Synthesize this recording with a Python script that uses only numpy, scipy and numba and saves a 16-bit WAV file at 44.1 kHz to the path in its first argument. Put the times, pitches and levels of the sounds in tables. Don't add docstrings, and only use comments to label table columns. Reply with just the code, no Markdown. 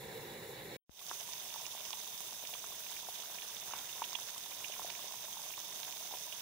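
import sys
import numpy as np
from scipy import signal
from scipy.fft import rfft, irfft
from scipy.io import wavfile
from scipy.ndimage import uniform_filter1d, minimum_filter1d
from numba import njit

SR = 44100
rng = np.random.default_rng(int(sys.argv[2]) if len(sys.argv) > 2 else 0)


def field_ratio(decibels):
    return 10 ** (np.asarray(decibels, dtype=float) / 20)


def dump(signal):
    limited = np.clip(np.atleast_2d(signal).T, -1, 1)
    pcm = np.round(limited * 32767).astype(np.int16)
    wavfile.write(sys.argv[1], SR, pcm)


N = 282681

# hz, level_db_per_hz
BOIL_LEFT = [(30, -102.9), (117, -91.5), (307, -93.5), (718, -86), (851, -92.5), (953, -84), (1265, -97.5),
             (3300, -98.5), (3650, -94), (6600, -92.5), (9350, -96.5), (9950, -90.5), (13150, -87.5),
             (15550, -81.5)]
BOIL_RIGHT = [(30, -98), (307, -89), (953, -89), (1265, -93), (1900, -92.5), (3650, -81.5), (4200, -90.5),
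              (5500, -82), (5850, -83.5), (6150, -77), (7050, -88), (10050, -88), (12550, -91),
              (15550, -81.5)]
# hz, width_hz, gain_db
BOIL_LEFT_MODES = [(193, 30, 2.1), (513, 62, -3.0), (1304, 91, -4.0), (1590, 111, 3.2), (2400, 168, 2.7),
                   (3180, 127, -3.5), (3750, 150, 2.6), (4590, 184, -5.8), (5010, 351, 2.6),
                   (5820, 233, -8.5), (6450, 452, 3.0), (7350, 110, 3.1), (7740, 194, -6.4),
                   (9660, 145, -2.4), (15630, 234, -2.5)]
BOIL_RIGHT_MODES = [(159, 16, 0), (279, 23, -19.5), (522, 63, -9.5), (6990, 100, -17), (7800, 140, 3),
                    (8400, 150, 0.5), (8900, 210, 4.5), (9670, 220, -2), (10050, 160, 8.5),
                    (10620, 230, -1.5), (12540, 190, 3), (13150, 190, -22), (13900, 180, -4),
                    (14500, 364, 2), (15600, 390, -9)]
# hz, width_hz, gain_db
WALL_MODES = [(282, 68, -5.5), (970, 30, 5), (3603, 220, 3.5), (3600, 170, 0.5), (6100, 30, 6),
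              (6810, 80, 6)]
# hz, likeness_0_to_1
BOIL_ALIKE = [(40, 0.36), (130, 0.86), (640, 0.83), (1000, 0.88), (1400, 0.5), (2500, 0.15), (15000, 0.067)]
# time_s, level_db
BOIL_VIGOUR = [(1.13, 0.5), (1.22, 1), (1.78, .5), (2.26, 0), (3.6, 1), (3.7, 3), (3.76, 4), (3.84, 3),
               (3.92, 2), (4.42, 1), (4.73, 1.5), (4.94, 3), (5.17, 0), (5.91, 1), (6.01, 0.5),
               (6.41, -0.5)]
# start_s, peak_db, pitch_hz, decay_cycles
GLUGS = [(1.1133, -38, 1900, 0.48), (1.113, -17, 1100, 0.53), (1.1159, -41, 830, 1.2),
         (1.6152, -39, 690, 1.7), (1.7501, -33, 790, 1.2), (1.936, -33, 940, 1.7),
         (2.3252, -33.5, 890, 0.91), (2.4374, -32.5, 600, 0.82), (2.5517, -30, 1040, 0.69),
         (2.6419, -26, 1200, 0.72), (3.0868, -29, 740, 1.3), (3.7362, -23, 960, 1.1),
         (4.0194, -22, 950, 2.7), (4.1293, -31, 1030, 1.1), (4.1531, -34.5, 970, 2.9),
         (4.1881, -29.5, 970, 0.75), (4.2894, -29, 1510, 0.74), (4.7947, -28, 885, 1.6),
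         (4.7977, -31, 940, 0.89), (4.8178, -29, 1040, 0.9), (4.8466, -30, 664, 1.9),
         (5.042, -32.5, 604, 0.98), (5.3695, -35.5, 920, 2.2), (5.5053, -34.5, 1090, 0.81),
         (5.5785, -35, 1030, 2.3), (5.8214, -45, 1700, 0.8), (5.8321, -39, 1700, 0.91),
         (5.892, -41, 736, 1.7), (6.1377, -27, 670, 0.81), (6.139, -35, 970, 1.6)]
# start_s, peak_db, pitch_hz
BLIPS = [(1.212, -43, 700), (1.5599, -36.5, 900), (1.906, -38, 1060), (2.7202, -39.5, 1070),
         (2.906, -44, 970), (3.069, -41, 1560), (3.0872, -46, 1090), (3.121, -46, 921), (3.2356, -42, 1230),
         (3.298, -41, 684), (3.693, -40, 930), (3.7092, -38, 1330), (3.765, -51, 1000), (4.362, -40, 1040),
         (4.515, -42, 970), (4.698, -40, 625), (4.765, -41, 1040), (4.9917, -39, 1080), (5.11, -41, 980),
         (5.14, -38, 960), (5.2825, -37.5, 920), (5.395, -40, 920), (5.8889, -44, 657), (6.009, -42.5, 660),
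         (6.05, -43, 730), (6.111, -40, 885), (6.125, -39, 800), (6.15, -40, 750), (6.205, -44, 660)]
# start_s, peak_db, pitch_hz
MURMURS = [(1.013, -50, 1090), (1.08, -48, 620), (1.288, -43, 960), (1.414, -52, 767), (1.438, -53, 770),
           (1.466, -48, 665), (1.544, -44, 980), (1.599, -44, 912), (1.664, -48, 1060), (1.735, -46, 980),
           (1.775, -45, 953), (1.868, -48, 961), (1.928, -45, 890), (2.085, -49.5, 673), (2.207, -51, 738),
           (2.282, -53, 915), (2.303, -51, 991), (2.491, -44, 950), (2.53, -44, 720), (2.702, -45, 697),
           (2.863, -46, 961), (2.916, -47, 991), (3.048, -48, 921), (3.284, -50, 684), (3.324, -45, 921),
           (3.376, -48, 680), (3.444, -48, 657), (3.51, -50, 980), (3.628, -45.5, 710), (3.749, -45, 1140),
           (3.769, -52, 775), (3.928, -59, 727), (3.963, -47, 907), (3.991, -48, 1060), (4.334, -52, 918),
           (4.459, -43, 958), (4.581, -51, 690), (4.611, -50, 633), (4.625, -47, 990), (4.899, -44, 990),
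           (4.923, -45, 875), (5.465, -47, 988), (5.536, -56, 883), (5.819, -46, 950), (5.831, -46, 920),
           (5.934, -44.5, 930), (5.961, -52, 807), (6.279, -47.5, 666), (6.324, -50, 620)]
# start_s, peak_db, pitch_hz, decay_cycles
POPS = [(0.993, -26, 3750, 0.56), (1.3344, -25, 2270, 0.65), (1.5037, -26, 2940, 0.8),
        (1.6536, -30.5, 2700, 3), (1.8533, -33, 2730, 1.8), (1.9302, -18, 3400, 1.26),
        (2.4515, -22.5, 2900, 0.84), (2.5384, -15.5, 3070, 0.62), (2.865, -27, 2620, 1.3),
        (2.967, -24, 2390, 0.93), (3.385, -22, 2520, 0.74), (3.4204, -22, 3270, 1.4),
        (3.5677, -26.5, 3450, 1.5), (3.7352, -34, 2860, 4.5), (3.892, -32, 2820, 3.6),
        (4.026, -19, 2750, 0.52), (4.0398, -20, 3100, 1.7), (4.1505, -24.5, 2750, 3.2),
        (4.152, -29, 3000, 1.7), (4.153, -23, 3370, 5.7), (4.52, -31, 2430, 2), (4.644, -21, 2780, 1.9),
        (4.7217, -27, 2860, 1.9), (4.738, -28.5, 2190, 1.4), (4.9014, -13.5, 3000, 0.49),
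        (4.9512, -21.5, 2550, 0.72), (5.5054, -26, 2630, 0.8), (5.5377, -27, 2640, 1.7),
        (5.832, -16, 3600, 0.66), (6.3246, -24, 3060, 2.1)]
# start_s, peak_db, pitch_hz
DROPS = [(1.0663, -15, 7020), (1.0946, -30, 5370), (1.2092, -16, 6200), (1.334, -11.5, 5800),
         (1.5408, -15, 4940), (1.6654, -10.5, 6100), (1.667, -21.5, 3270), (1.7178, -30, 6100),
         (1.8527, -13, 5560), (1.8785, -26, 5440), (1.906, -11.5, 5900), (2.178, -19, 5400),
         (2.2057, -8, 12500), (2.2056, -18, 9300), (2.361, -22, 8400), (2.4725, -13, 6200),
         (2.506, -16, 7680), (2.9139, -14.5, 8400), (4.3808, -11.5, 8400), (4.904, -16, 6100),
         (5.157, -18, 7680), (5.2536, -32, 2420), (5.4182, -14.5, 8400), (5.7925, -20, 6100),
         (5.8487, -16, 3600), (5.925, -16.5, 3300), (5.9097, -16, 6100), (5.9165, -20, 5000)]
# start_s, peak_db
TICKS = [(1.0655, -44), (1.277, -35), (1.3535, -36), (1.4726, -45), (1.5395, -42), (1.5778, -40),
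         (2.177, -43), (2.24, -46), (2.4294, -45), (2.6633, -35), (2.722, -45), (3.049, -45), (3.0679, -48),
         (3.1093, -43), (3.2211, -32), (3.4344, -48), (3.5114, -43), (3.5603, -38), (3.62, -46),
         (3.6666, -43), (3.6825, -35), (3.7584, -42), (3.8164, -40), (3.916, -41), (4.0063, -43),
         (4.0901, -35), (4.3323, -40), (4.3535, -44), (4.4373, -38), (4.581, -48), (4.6828, -31),
         (4.8419, -43), (5.0409, -47), (5.1223, -31), (5.2724, -43), (5.3363, -44), (5.461, -41),
         (5.5732, -43), (5.668, -49), (5.7583, -36), (5.8027, -34), (6.0317, -45), (6.106, -45),
         (6.172, -34), (6.2412, -42)]
# hz, level_db_per_hz
FLAME_LEFT = [(30, -99.5), (139, -75), (290, -84.5), (456, -74), (572, -81.5), (606, -101.5), (760, -78.5),
              (1009, -88), (1130, -101.5), (2050, -86), (3350, -99.1), (3700, -86.4), (4500, -97.5),
              (15550, -93.5)]
FLAME_RIGHT = [(30, -94), (164, -78.5), (274, -86.5), (385, -75), (511, -72), (678, -88), (1550, -89.5),
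               (1750, -81), (3200, -93.5), (3850, -84), (4500, -93.5), (8750, -101.9), (9700, -96.5),
               (15550, -97)]
# hz, width_hz, gain_db
FLAME_LEFT_MODES = [(1134, 45, -1), (1580, 110, 7), (1770, 100, -8.5), (1910, 54, 6.5), (2440, 200, -18),
                    (2740, 60, 11), (3000, 76, 1), (3210, 80, 3), (4100, 81, 3), (4410, 176, 0.5),
                    (5300, 79, -13), (5480, 74, 11), (6780, 102, 3), (7200, 460, 6), (8200, 200, -6),
                    (5900, 130, -5), (9600, 1105, -4), (9900, 254, -7), (10900, 150, 8.5), (12500, 189, -4),
                    (15400, 234, 6)]
FLAME_RIGHT_MODES = [(745, 52, -1), (970, 135, 8.5), (1220, 50, -3.5), (1510, 27, -15), (2285, 67, 7),
                     (2590, 62, -4), (2860, 58, -6), (3060, 58, 6.5), (3140, 80, -15), (3400, 86, 8.5),
                     (5160, 140, -3.5), (5450, 84, 3), (7240, 107, 3), (7390, 130, -9), (7950, 130, 6),
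                     (8440, 125, -6), (9800, 148, 3), (9900, 153, 5.5), (10600, 165, -1), (11640, 890, -5),
                     (13300, 400, 4)]
# hz, likeness_0_to_1
FLAME_ALIKE = [(60, 0.97), (300, 1), (700, 0.97), (1400, 0.35), (3500, 0.7), (7000, 0), (15000, 0)]
# time_s, level_db
FLAME_FLUTTER = [
    (0.0, -52.5),
    (0.36, -52),
    (0.384, -53),
    (0.408, -53),
    (0.564, -53.5),
    (0.604, -51),
    (0.642, -53.5),
    (0.76, -51.5),
]

FLAME_STOP_S, BOIL_START_S, BOIL_FULL_S = 0.767, 0.8945, 0.99
BURST_LAG_S = 0.001


def colour(points, modes):
    hz = np.arange(4097) * SR / 8192 + 1
    points_hz, points_db = np.transpose(points)
    db = np.interp(np.log(hz), np.log(points_hz), points_db)
    for mode_hz, width_hz, gain_db in modes:
        db = db + gain_db / (1 + (2 * (hz - mode_hz) / width_hz) ** 2)
    cepstrum = irfft(np.log(field_ratio(db) * np.sqrt(SR / 2)))
    cepstrum[1:4096] *= 2
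    cepstrum[4097:] = 0
    return irfft(np.exp(rfft(cepstrum)))[:4096]


def through(x, response):
    return signal.fftconvolve(x, response)[:N]


def curve(table):
    time_s, level_db = np.transpose(table)
    return field_ratio(np.interp(np.arange(N) / SR, time_s, level_db - level_db.mean()))


def walk(rate_hz):
    hold = int(SR / rate_hz)
    steps = np.repeat(rng.standard_normal(N // 200), hold)[:N]
    return 1.3 * uniform_filter1d(uniform_filter1d(steps, hold), hold)


@njit
def grains(at, hz, cycles, size, glide):
    out = np.zeros(N)
    for k in range(len(at)):
        step = 2 * np.pi * hz[k] / SR
        fall = np.exp(-hz[k] / SR / cycles[k])
        phase, env, rise = 0., size[k], 1.
        i = at[k]
        while abs(env) > abs(size[k]) * .003 and i < N:
            out[i] += env * (1 - rise) * np.sin(phase)
            phase += step
            step *= 1 + glide * hz[k] / SR
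            env *= fall
            rise *= np.exp(-3 * hz[k] / SR)
            i += 1
    return out


def turbulence(alike, shared_db, own_db, own_rate_hz, trend):
    hz = np.arange(N // 2 + 1) * SR / N + 1
    alike_hz, likeness = np.transpose(alike)
    share = np.clip(np.interp(np.log(hz), np.log(alike_hz), likeness), 0, 1)
    mid, side = rfft(rng.standard_normal((2, N)))
    sign = np.array([[1], [-1]])
    pair = (np.sqrt(1 + share) * mid + sign * np.sqrt(1 - share) * side) / np.sqrt(2)
    shared = shared_db * walk(110)
    out = 0
    for octave in np.arange(5, 14.6, .5):
        band = np.clip(1 - 2 * abs(np.log2(hz) - octave), 0, 1)
        gain = trend(2 ** octave) * field_ratio(shared + own_db * walk(own_rate_hz))
        out = out + gain * irfft(pair * band, N)
    return out


def fizz(low_hz, high_hz, spread_db, cycles, count):
    when, pitch, strength = rng.random((count, 3)).T
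    hz = low_hz * (high_hz / low_hz) ** pitch
    size = hz * field_ratio(-spread_db * np.log(.02 + .98 * strength))
    out = grains((when * N).astype(int), hz, np.full(count, 1. * cycles), size, 0.062)
    return out / out.std()


def boil():
    vigour = curve(BOIL_VIGOUR)
    churn, spray = vigour ** 0.88, vigour ** 0.25

    def trend(hz):
        if hz < 2200:
            return churn
        return spray if hz < 8500 else 1

    hiss = field_ratio(-1.0) * turbulence(BOIL_ALIKE, shared_db=0.88, own_db=0.8, own_rate_hz=45, trend=trend)
    surge = field_ratio(2.0 * walk(60))
    large = field_ratio(-14.0) * churn * fizz(449, 1870, spread_db=1.3, cycles=2.06, count=1500)
    small_left = field_ratio(-9.0) * spray * fizz(1200, 9040, spread_db=0.51, cycles=5.0, count=6000)
    small_right = field_ratio(-8.5) * spray * fizz(1577, 5960, spread_db=3.0, cycles=1.6, count=6000)
    left = hiss[0] + surge * (large + small_left)
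    right = hiss[1] + surge * (large + small_right)
    return np.array([through(left, colour(BOIL_LEFT, BOIL_LEFT_MODES)),
                     through(right, colour(BOIL_RIGHT, BOIL_RIGHT_MODES + WALL_MODES))])


def bursts(table, left_db, right_db, tail_db, tail_s, cut_hz):
    start_s, peak_db, hz, cycles = np.transpose(table)
    direct = grains((start_s * SR).astype(int), hz, np.clip(cycles, .4, 9), -field_ratio(peak_db), 0.)
    direct = signal.sosfilt(signal.butter(2, cut_hz, "high", fs=SR, output="sos"), direct)
    direct = signal.lfilter(*signal.butter(1, 9000, fs=SR), direct)
    t = np.arange(2048) / SR
    decay = np.exp(-t / tail_s) * (t > .0006) / np.sqrt(tail_s * SR)
    walls = field_ratio(tail_db) * rng.standard_normal((2, len(t))) * decay
    walls[:, 0] = 1
    return np.array([field_ratio(left_db) * through(direct, walls[0]), field_ratio(right_db) * through(direct, walls[1])])


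def glugs():
    blip_cycles = 2.3
    rows = [tuple(row) for row in GLUGS]
    rows += [(s, db, hz, blip_cycles) for s, db, hz in BLIPS]
    rows += [(s + BURST_LAG_S, db + 3.5, hz, blip_cycles) for s, db, hz in MURMURS]
    return bursts(rows, left_db=-1.0, right_db=-1.0, tail_db=-5, tail_s=0.0079, cut_hz=390)


def pops():
    drop_db, drop_cycles = -9, 1.2
    rows = [tuple(row) for row in POPS]
    rows += [(s, db + drop_db, hz, drop_cycles) for s, db, hz in DROPS]
    return bursts(rows, left_db=-15, right_db=1.0, tail_db=3, tail_s=0.004, cut_hz=1900)


def cracks():
    pop_db, drop_db, tick_db = -16.5, -14, 8
    rows = [(s, db + pop_db) for s, db, *_ in POPS]
    rows += [(s, db + drop_db) for s, db, _ in DROPS]
    rows += [(s + BURST_LAG_S, db + tick_db) for s, db in TICKS]
    start_s, peak_db = np.transpose(rows)
    knock = -np.bincount((start_s * SR).astype(int), field_ratio(peak_db), N)
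    wall = np.array([field_ratio(-11.5) * colour(BOIL_LEFT, BOIL_LEFT_MODES),
                     colour(BOIL_RIGHT, BOIL_RIGHT_MODES + WALL_MODES)])
    wall = signal.sosfilt(signal.butter(2, 7500, fs=SR, output="sos"), wall)
    return np.array([through(knock, side / abs(wall[1]).max()) for side in wall])


def froth():
    peak_s, rise_s, fall_s = 3.74, 0.04, 0.15
    t = np.arange(N) / SR - peak_s
    swell = np.exp(np.where(t < 0, t / rise_s, -t / fall_s))
    return field_ratio(-57) * swell * fizz(1056, 2100, spread_db=1.5, cycles=4.0, count=4000)


def flame():
    flutter = curve(FLAME_FLUTTER)

    def trend(hz):
        return flutter if hz < 3000 else 1

    roar = turbulence(FLAME_ALIKE, shared_db=0.5, own_db=1.0, own_rate_hz=29.0, trend=trend)
    return np.array([through(roar[0], colour(FLAME_LEFT, FLAME_LEFT_MODES)),
                     through(roar[1], colour(FLAME_RIGHT, FLAME_RIGHT_MODES))])


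def scene():
    t = np.arange(N) / SR
    progress = (t - BOIL_START_S) / (BOIL_FULL_S - BOIL_START_S)
    fade = np.clip(0.048 + 0.41 * progress, 0, 1) ** 1.19 * (t > BOIL_START_S)
    lead_in = field_ratio(-38.5 - 650 * abs(t - BOIL_START_S)) * (t > .86)
    fade = np.maximum(fade, lead_in)
    pot = fade * boil() + glugs() + pops() + cracks()
    pot[1] = np.roll(pot[1], shift=2)
    return flame() * (t < FLAME_STOP_S) + pot + froth()


def starve(x, floor_db, masked_db, low_hz):
    hz, _, z = signal.stft(x, SR, "cosine", 2048, 1024, scaling="psd")
    power = uniform_filter1d(uniform_filter1d(2 * abs(z) ** 2, size=6, axis=1), size=2, axis=2)
    around = uniform_filter1d(power, size=70, axis=1)
    loud = power > field_ratio(2 * floor_db)
    prominent = power > field_ratio(2 * masked_db) * around
    keep = loud | prominent | (hz[:, None] < low_hz)
    keep = minimum_filter1d(keep, size=5, axis=1)
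    return signal.istft(z * keep, SR, "cosine", 2048, 1024, scaling="psd")[1][:, :N]


def switch_on():
    t = np.clip(np.arange(N) / SR - BOIL_START_S, 0, None)
    ring = np.exp(-t / 0.0017) * np.cos(2 * np.pi * 150 * t + .3)
    thump = field_ratio(-39.5) * (1 - np.exp(-t / .00006)) * ring
    sway = field_ratio(-54) * np.exp(-t / 0.017) * np.sin(-2 * np.pi * 60 * t)
    return thump + sway


def band_limit(x):
    return signal.sosfilt(signal.butter(12, 15870, fs=SR, output="sos"), x)


def record(dry):
    gap_middle_s = (FLAME_STOP_S + BOIL_FULL_S) / 2
    near_gap = abs(np.arange(N) / SR - gap_middle_s) < .65 * (BOIL_FULL_S - FLAME_STOP_S)
    mix = np.where(near_gap, dry, starve(dry, floor_db=-96.5, masked_db=-4, low_hz=2000))
    mix = mix + np.array([[1], [0]]) * switch_on()
    top_cut = signal.ellip(16, .3, 70, 15740, fs=SR, output="sos")
    mix = signal.sosfilt(top_cut, mix)
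    return band_limit(mix)


dry = scene()
out = record(dry)
dump(out)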